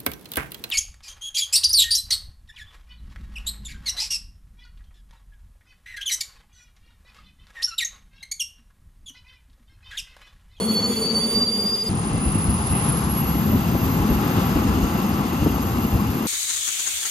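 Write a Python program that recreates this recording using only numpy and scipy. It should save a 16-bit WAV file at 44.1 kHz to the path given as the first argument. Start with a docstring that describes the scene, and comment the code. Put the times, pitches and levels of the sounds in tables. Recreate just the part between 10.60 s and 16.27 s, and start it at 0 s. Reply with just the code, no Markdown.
"""On an outdoor apron, a model jet with two turbines speeds up, heard from the side, then from behind.
Beside the intakes, the compressor blades whistle and beat against their own echo from a shelter roof,
over the hollow roar of burning fuel. From behind, the exhaust rushes and buffets the microphone,
while two whines, blurred by the hot gas, climb, level off and sag."""
import sys
import numpy as np
from scipy import signal
from scipy.fft import rfft, irfft
from scipy.io import wavfile

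SR = 44100
rng = np.random.default_rng(int(sys.argv[2]) if len(sys.argv) > 2 else 0)


def transcribe(signal):
    """Save signal, clipped to [-1, 1], as a 16-bit WAV file at the path in sys.argv[1]."""
    frames = np.atleast_2d(signal).T
    limited = np.clip(frames, -1, 1)
    pcm = np.round(limited * 32767).astype(np.int16)
    wavfile.write(sys.argv[1], SR, pcm)


N = 250046
T = np.arange(N) / SR
HZ = np.fft.rfftfreq(N, 1 / SR)

# Shaft speeds heard from behind. Each row: time in seconds, first and second engine's speed in Hz.
REAR_SPEEDS = [(1.3, 590.6, 593.8), (1.7, 625, 628.8), (2.1, 665, 674.4), (2.5, 703.1, 721.3),
               (3, 747.2, 772.8), (3.5, 786.3, 810), (3.95, 811.3, 830), (4.3, 819.4, 833),
               (4.7, 813.1, 821.9), (5.67, 787.2, 792)]
# Blade tones heard from behind. Each row: multiple of the shaft speed, relative level in dB.
REAR_BLADE_TONES = [(8, -10), (16, 0), (24, -35)]
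# A "colour" says how strong a noise is at each pitch. Each row: frequency in Hz, relative level in dB.
GAS_HISS_COLOUR = [(2000, -4), (3400, 0), (4100, -2), (5100, 2), (5550, -6.5), (6300, 0.5), (7500, -2.5),
                   (8600, -0.5), (9600, 2), (11000, -25)]
WAKE_COLOUR = [(30, -34), (60, 6), (110, 4.5), (170, -12), (300, -23.5), (800, -66)]


def from_db(db):
    """Turns decibels into a factor to multiply a sound by."""
    return 10 ** (np.asarray(db) / 20)


def unit(x):
    """Scales a signal to an average strength (rms) of 1."""
    return x / np.sqrt(np.mean(x ** 2) + 1e-20)


def over_time(rows):
    """Joins a table's points into curves over time, one for each column after the first."""
    seconds, *columns = np.transpose(rows)
    return [np.interp(T, seconds, column) for column in columns]


def over_hz(rows):
    """Joins a table's points into curves over frequency, one for each column after the first."""
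    hz, *columns = np.transpose(rows)
    return [np.interp(np.log(HZ + 1), np.log(hz), column) for column in columns]


def bell(at_s, width_s):
    """A smooth rise and fall; the width says how far it spreads to each side."""
    return np.exp(-.5 * ((T - at_s) / width_s) ** 2)


def swells_db(rows):
    """Adds smooth swells and lulls into one level curve."""
    return sum(db * bell(at_s, width_s) for at_s, db, width_s in rows)


def wander(rate_hz):
    """A smooth random wobble, no faster than about the given rate."""
    return unit(irfft(rfft(rng.standard_normal(N)) * np.exp(-.5 * (HZ / rate_hz) ** 2), N))


def turbulence(colour, flutter_db, flutter_hz):
    """Two separate noises that swell together as swirls of air pass."""
    roll_off = 1 / (1 + (HZ / colour[-1][0]) ** 8)
    noise = irfft(rfft(rng.standard_normal((2, N))) * from_db(over_hz(colour)[0]) * roll_off, N)
    return unit(noise * from_db(flutter_db * wander(flutter_hz)))


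def eddies(colour):
    """Swirling air with its pressure swings limited, so each gust lands with its own force."""
    swing = signal.hilbert(turbulence(colour, flutter_db=-1, flutter_hz=35))
    return unit(swing.real / np.hypot(abs(swing), 1))


def resonate(x, centre_hz, width_hz):
    """Brings out a band of sound around a moving pitch."""
    turn = np.exp(2j * np.pi * np.cumsum(centre_hz) / SR)
    decay = np.exp(-np.pi * width_hz / SR)
    return unit((turn * signal.lfilter([1 - decay], [1, -decay], x / turn)).real)


def ringing(modes, drift_hz=14):
    """Streaming gas sets off resonances; each flutters and drifts in pitch on its own."""
    sound = np.zeros((2, N))
    for hz, width_hz, db in modes:
        draught = turbulence(GAS_HISS_COLOUR, flutter_db=2.5, flutter_hz=14)
        centre_hz = hz + drift_hz * wander(1.8)
        sound += from_db(db) * resonate(resonate(draught, centre_hz, 2 * width_hz), centre_hz, width_hz)
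    return sound


def delayed(x, seconds):
    """The same sound arriving later."""
    return np.interp(T - seconds, T, x, left=0)


def bounce(pair, seconds, share):
    """A quick echo off hard surfaces strengthens some pitches and weakens others."""
    return pair + share * np.array([delayed(x, seconds) for x in pair])


def shelter(x, fade_s):
    """The open steel shelter scatters sound into two blurs of echoes, falling 60 dB per fade_s."""
    tail = rng.standard_normal((2, SR // 2)) * from_db(-60 * T[:SR // 2] / fade_s)
    return signal.fftconvolve(x[None], tail / np.linalg.norm(tail[0]), axes=1)[:, :N]


def microphone(pair, ports):
    """The right opening hears part of the left one's sound, shifted in phase, and part of its own."""
    lead, likeness, balance_db = over_hz(ports)
    left, other = rfft(pair)
    right = (likeness * left + np.sqrt(1 - likeness ** 2) * other) * np.exp(-1j * lead)
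    tilt = from_db(balance_db / 2)
    return irfft(np.array([left * tilt, right / tilt]), N)


def thrust_db(power, leave_s=3.8, fade_db_per_s=1):
    """Exhaust noise grows as a power of the shaft speed and fades as the jet rolls away."""
    shaft_hz = over_time(REAR_SPEEDS)[0]
    return 20 * power * np.log10(shaft_hz / shaft_hz.max()) - fade_db_per_s * np.maximum(T - leave_s, 0)


def wake_buffet():
    """Air stirred up by the jet tumbles over the microphone."""
    return from_db(-28.5) * turbulence(WAKE_COLOUR, flutter_db=2, flutter_hz=3.3)


def gusts(thump_width_s=.016):
    """Hard swirls hit the microphone, each with a low thump, a slap and a slow, deep push."""
    # Each row: time in seconds, slap level in dB, slap width in seconds, thump level in dB.
    hits = [(1.309, -38, 0.0067, -23), (1.39, -38, 0.022, -26.5), (1.542, -25.5, 0.059, -19.5),
            (1.68, -24.5, 0.028, -22.5), (1.758, -21, 0.0079, -25), (1.901, -26, 0.016, -21.5),
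            (2.125, -40, 0.016, -20), (2.754, -19, 0.0086, -29), (2.889, -29, 0.014, -36),
            (2.955, -17.5, 0.028, -23), (3.151, -16.5, 0.009, -36), (3.244, -24.5, 0.022, -27),
            (3.413, -19.5, 0.017, -25), (3.516, -15.5, 0.015, -25), (3.569, -22, 0.0061, -22.5),
            (3.793, -20.5, 0.0095, -28), (3.967, -16, 0.008, -24.5), (4.237, -24, 0.013, -21.5),
            (4.602, -22, 0.0085, -33), (4.83, -16, 0.0063, -26), (4.869, -11, 0.0061, -28),
            (5.251, -22, 0.0079, -27), (5.354, -19, 0.01, -17)]
    # Colours of the slap and the push. Each row: frequency in Hz, relative level in dB.
    slap_colour = [(55, -2), (260, 4.5), (400, -9.5), (700, -18), (2000, -40)]
    push_colour = [(26, -11), (40, -10), (65, -5)]
    thumps = sum(from_db(db) * bell(at_s, thump_width_s) for at_s, _, _, db in hits)
    slaps = sum(from_db(db) * bell(at_s, width_s) for at_s, db, width_s, _ in hits)
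    pushes = np.max([from_db(db - 12) * bell(at_s, 2 * thump_width_s) for at_s, _, _, db in hits], axis=0)
    return thumps * eddies(WAKE_COLOUR) + slaps * eddies(slap_colour) + pushes * eddies(push_colour)


def exhaust_rumble():
    """The churning exhaust rumbles, louder as the shaft turns faster."""
    # Colour of the churning. Each row: frequency in Hz, relative level in dB.
    colour = [(60, -5), (140, 4), (215, 1.5), (290, -3.5), (400, -6.5), (600, -12.5), (1500, -16)]
    # Centre of the rumble. Each row: time in seconds, pitch in Hz.
    pitch = [(1.3, 194), (2.3, 174), (2.9, 200), (4.2, 245.5), (5.67, 231)]
    churn = turbulence(colour, flutter_db=1.4, flutter_hz=27.1)
    return from_db(-21 + thrust_db(power=2.27)) * resonate(churn, over_time(pitch)[0], width_hz=110)


def combustion_roar(fade_db_per_s=2):
    """Burning fuel makes a hollow roar that slowly fades."""
    # Colour of the roar. 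Each row: frequency in Hz, relative level in dB.
    colour = [(42, -31), (65, -11.5), (135, -16.5), (180, -4.5), (218, -0.5), (260, -4.5), (320, -19.5),
              (390, -9), (470, -8), (600, -21.5), (1200, -22), (1700, -33), (4000, -73)]
    return from_db(-24.5 - fade_db_per_s * T) * turbulence(colour, flutter_db=1.5, flutter_hz=10)


def intake_hiss():
    """Air hisses as it is drawn into the engines."""
    # Colour of the hiss. Each row: frequency in Hz, relative level in dB.
    colour = [(900, -30), (1700, -6.5), (2000, 3.5), (2400, -2), (3000, 3.5), (3700, -4.5), (4600, 0),
              (5700, -10), (6800, 4), (7400, -8.5), (8200, -11), (9500, -12), (11500, -2.5), (12600, -10),
              (13600, -32)]
    return from_db(-38.5) * turbulence(colour, flutter_db=1, flutter_hz=11)


def exhaust_rush():
    """Hot gas mixes with the air: it rushes, tears at full thrust, hisses, howls and rings the tailpipe."""
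    # Colours of the rush and its tearing edge. Each row: frequency in Hz, relative level in dB.
    rush_colour = [(200, -2), (330, 4), (480, 0), (620, -5.5), (800, 1), (1230, 0), (1500, -7),
                   (2300, -12.5), (2800, -10.5), (3500, -19.5), (6000, -37)]
    tearing_colour = [(950, -9), (1250, 6.5), (1700, -2.5), (2300, -8.5), (3700, -5.5), (5500, -16)]
    # Resonances of the howl and the tailpipe. Each row: pitch in Hz, width in Hz, base level in dB.
    howl_modes = [(797, 97, -40), (1086, 79, -40.5)]
    pipe_modes = [(2065, 150, -49), (2736, 230, -47)]
    # Swells and lulls of rush and tailpipe. Each row: time in seconds, change in dB, width in seconds.
    rush_swells = [(2.26, 2.5, 0.13), (3.78, 1.5, 0.18), (4.95, -0.3, 0.37)]
    pipe_swells = [(1.38, -7, 0.067), (1.68, 3.5, 0.12), (2.17, 7.5, 0.044), (2.4, -12, 0.071),
                   (3.06, 3, 0.03)]
    flow_db = thrust_db(power=1.51) + swells_db(rush_swells)
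    rush = from_db(-30 + flow_db) * turbulence(rush_colour, flutter_db=.43, flutter_hz=19)
    tearing = from_db(-41 + 2.9 * flow_db) * turbulence(tearing_colour, flutter_db=2, flutter_hz=11)
    hiss = from_db(-39 + .63 * flow_db) * turbulence(GAS_HISS_COLOUR, flutter_db=.85, flutter_hz=21)
    howl = from_db(flow_db) * ringing(howl_modes)
    tailpipe = from_db(thrust_db(power=1) + swells_db(pipe_swells)) * ringing(pipe_modes)
    return bounce(rush + tearing + hiss + tailpipe, seconds=.0059, share=.22) + howl


def high_hiss(onset_hz=692, onset_width_hz=18):
    """A high hiss fades in around 2.4 s and then sits just below the whine."""
    # Colour of the hiss. Each row: distance below the whine in Hz, relative level in dB.
    colour = [(3000, 0), (4000, -4), (4800, -24)]
    shaft_hz = over_time(REAR_SPEEDS)[0]
    fade_in = 1 / (1 + np.exp((onset_hz - shaft_hz) / onset_width_hz))
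    noise = signal.hilbert(turbulence(colour, flutter_db=.5, flutter_hz=20))
    below_whine = np.exp(-2j * np.pi * REAR_BLADE_TONES[1][0] * np.cumsum(shaft_hz) / SR)
    return from_db(-47.5) * fade_in * (noise * below_whine).real


def exhaust_whine(second_engine_db=-5, waver_db=2, echo_db=-8, echo_top_hz=13900):
    """Blade tones blur as they cross the hot jet; the shelter's echo trails below them as they climb."""
    # Loudness of the lowest tone and of the two above it. Each row: time in seconds, base level in dB.
    low_levels = [(2.9, -53), (3.4, -45), (4.12, -47), (4.26, -36.5), (4.42, -51), (4.88, -44), (5.5, -47)]
    high_levels = [(1.3, -32), (1.6, -35.5), (1.85, -32.5), (2.03, -32.5), (2.14, -31.5), (2.6, -35),
                   (2.9, -37), (3.4, -42), (4.3, -45.5), (5.67, -43)]
    # Narrow, medium and wide blur. Each row: strength, spread to each side in Hz.
    blurs = [(.6, 22), (.55, 70), (.16, 160)]
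    whine = np.zeros(N)
    low = from_db(over_time(low_levels)[0])
    for shaft_hz, engine_db in zip(over_time(REAR_SPEEDS), (0, second_engine_db)):
        angle = 2 * np.pi * np.cumsum(shaft_hz) / SR
        high = from_db(over_time(high_levels)[0] + waver_db * wander(3.3))
        narrow, medium, wide = (share * (wander(hz) + 1j * wander(hz)) for share, hz in blurs)
        scatters = 3 * narrow + medium, narrow + medium + wide, narrow + medium  # low tones blur less
        for (multiple, db), scatter, gain in zip(REAR_BLADE_TONES, scatters, (low, high, high)):
            tone = unit((scatter * np.exp(1j * multiple * angle)).real)
            whine += gain * from_db(engine_db + db) * tone
    early = np.array([whine, shelter(whine, fade_s=.089)[0]])
    returned = irfft(rfft(whine) * (HZ < echo_top_hz), N)
    return early + from_db(echo_db) * shelter(returned, fade_s=1.3)


def roof_echo(tones, delay_s=2071 / SR, share=.68, dull_above_hz=4600):
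    """The roof sends tones back late and with less treble, and the shelter scatters them."""
    returned = irfft(rfft(tones) * np.minimum(1, dull_above_hz / (HZ + 1)) ** 2.13, N)
    left, other = shelter(returned, fade_s=.49)
    return np.array([tones + share * delayed(returned, delay_s) + from_db(-21) * left, 1.9 * other])


def intake_whistle(near_db=-24, far_db=-25, far_fade_db_per_s=7, drift_db=4, shimmer_db=2.35):
    """Compressor blades make clean rising tones; their echo lags in pitch and beats against them."""
    # Shaft speeds. Each row: time in seconds, near and far engine's speed in Hz.
    speeds = [(0, 551.2, 561), (.3, 561.4, 567.2), (.41, 567.2, 570.3), (.62, 574.8, 576.2),
              (.73, 580.1, 580.4), (1.05, 593.6, 592.3), (1.3, 603.6, 600.5)]
    # Each engine's blade tones. Each row: multiple of the shaft speed, relative level in dB.
    near_tones = [(8, -2), (16, -5.5), (24, -14.5)]
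    far_tones = [(6, -17), (12, -23), (18, -11.5), (24, -29)]
    # How the lowest and the upper tones swell. Each row: time in seconds, change in dB.
    near_low_swell = [(0, -6), (.18, 0.5), (.26, -1), (.35, -10.5), (.5, 6.5), (.6, -2.5), (.68, -1.5),
                      (.82, 5), (.95, -2.5), (1.15, 2.5), (1.3, -6.5)]
    near_upper_swell = [(0, -1), (.15, 2.5), (.22, -10), (.28, 1), (.42, 4), (.49, -11), (.57, 4), (.8, 0),
                        (.87, -6), (.98, 2.5), (1.14, -3), (1.25, 2.5)]
    far_low_swell = [(0, 1.5), (.35, 1), (.52, -17), (.63, 6), (.72, -14), (.83, -1), (1.08, 0), (1.3, 2)]
    near = near_tones, near_db, over_time(near_low_swell)[0], over_time(near_upper_swell)[0]
    far = far_tones, far_db - far_fade_db_per_s * T, over_time(far_low_swell)[0], drift_db * wander(5.9)
    whistle = np.zeros(N)
    for shaft_hz, (tones, engine_db, low_db, upper_db) in zip(over_time(speeds), (near, far)):
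        angle = 2 * np.pi * np.cumsum(shaft_hz) / SR
        for multiple, db in tones:
            swell_db = low_db if multiple == tones[0][0] else upper_db
            gain = from_db(engine_db + db + swell_db + shimmer_db * wander(21))
            whistle += gain * np.sin(multiple * angle)
    return roof_echo(whistle)


def beside(drop_s=.845, drop_db=-3, fall_s=.02):
    """Beside the intakes, the whistle rides over a roar and a hiss that step down together."""
    # How the microphone's two openings differ. Each row: frequency in Hz, left's lead in radians,
    # likeness from 0 to 1, left's level over the right in dB.
    ports = [(194, 0, 1, 1.5), (970, 0.5, 0.95, 2.5), (1860, -1, 0.14, 2.5), (3100, 1.4, 0.74, 0.5),
             (4060, 1.16, 1, 9), (4500, 0.6, 0.89, 1), (5230, 1.5, 1, -1), (6600, 1.33, 0.6, 0.5),
             (7570, -2, 0.9, -1), (8060, -2.5, 1, -5.5), (10120, -3.5, 0.98, -1), (13700, -14.5, 0.23, -9)]
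    drop = from_db(drop_db * np.clip((T - drop_s) / fall_s + .5, 0, 1))
    noise = drop * (combustion_roar() + intake_hiss())
    return microphone(bounce(noise, seconds=.0089, share=.29) + intake_whistle(), ports)


def behind():
    """Behind the jet, the whine and a high hiss carry through the blast of the exhaust."""
    # How the microphone's two openings differ. Each row: frequency in Hz, left's lead in radians,
    # likeness from 0 to 1, left's level over the right in dB.
    ports = [(60, 0.27, 0.97, 1), (343, 0.25, 0.98, 2), (765, 0.92, 0.72, 6.5), (1176, 1.83, 0.87, 7),
             (1450, 0, 0.087, 4), (2240, -3, 0.067, -2), (2940, 1.7, 0.61, -1.5), (5250, 0, 0.34, 2.5),
             (6600, -1.2, 0.37, 1), (7630, -2, 1, 1), (9560, -4, 1, -1.5), (11600, -5, 0.79, 0),
             (13300, -6, 0.99, 0)]
    blast = exhaust_rush() + wake_buffet() + exhaust_rumble() + gusts()
    return microphone(blast + exhaust_whine() + high_hiss(), ports)


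def scene(jump_s=1.293, blend_s=.005):
    """The listening point jumps from beside the jet to behind it."""
    blend = np.pi / 2 * np.clip((T - jump_s) / blend_s + .5, 0, 1)
    return np.cos(blend) * beside() + np.sin(blend) * behind()


def record(dry, low_cut_hz=35, high_cut_hz=15700):
    """Takes away the deepest bass and the highest treble."""
    bass_trimmed = irfft(rfft(dry) / np.sqrt(1 + (low_cut_hz / (HZ + 1)) ** 10), N)
    treble_filter = signal.firwin(511, high_cut_hz, window=("kaiser", 9), fs=SR)
    return signal.oaconvolve(bass_trimmed, treble_filter[None], "same")


dry = scene()
out = record(dry)
transcribe(out)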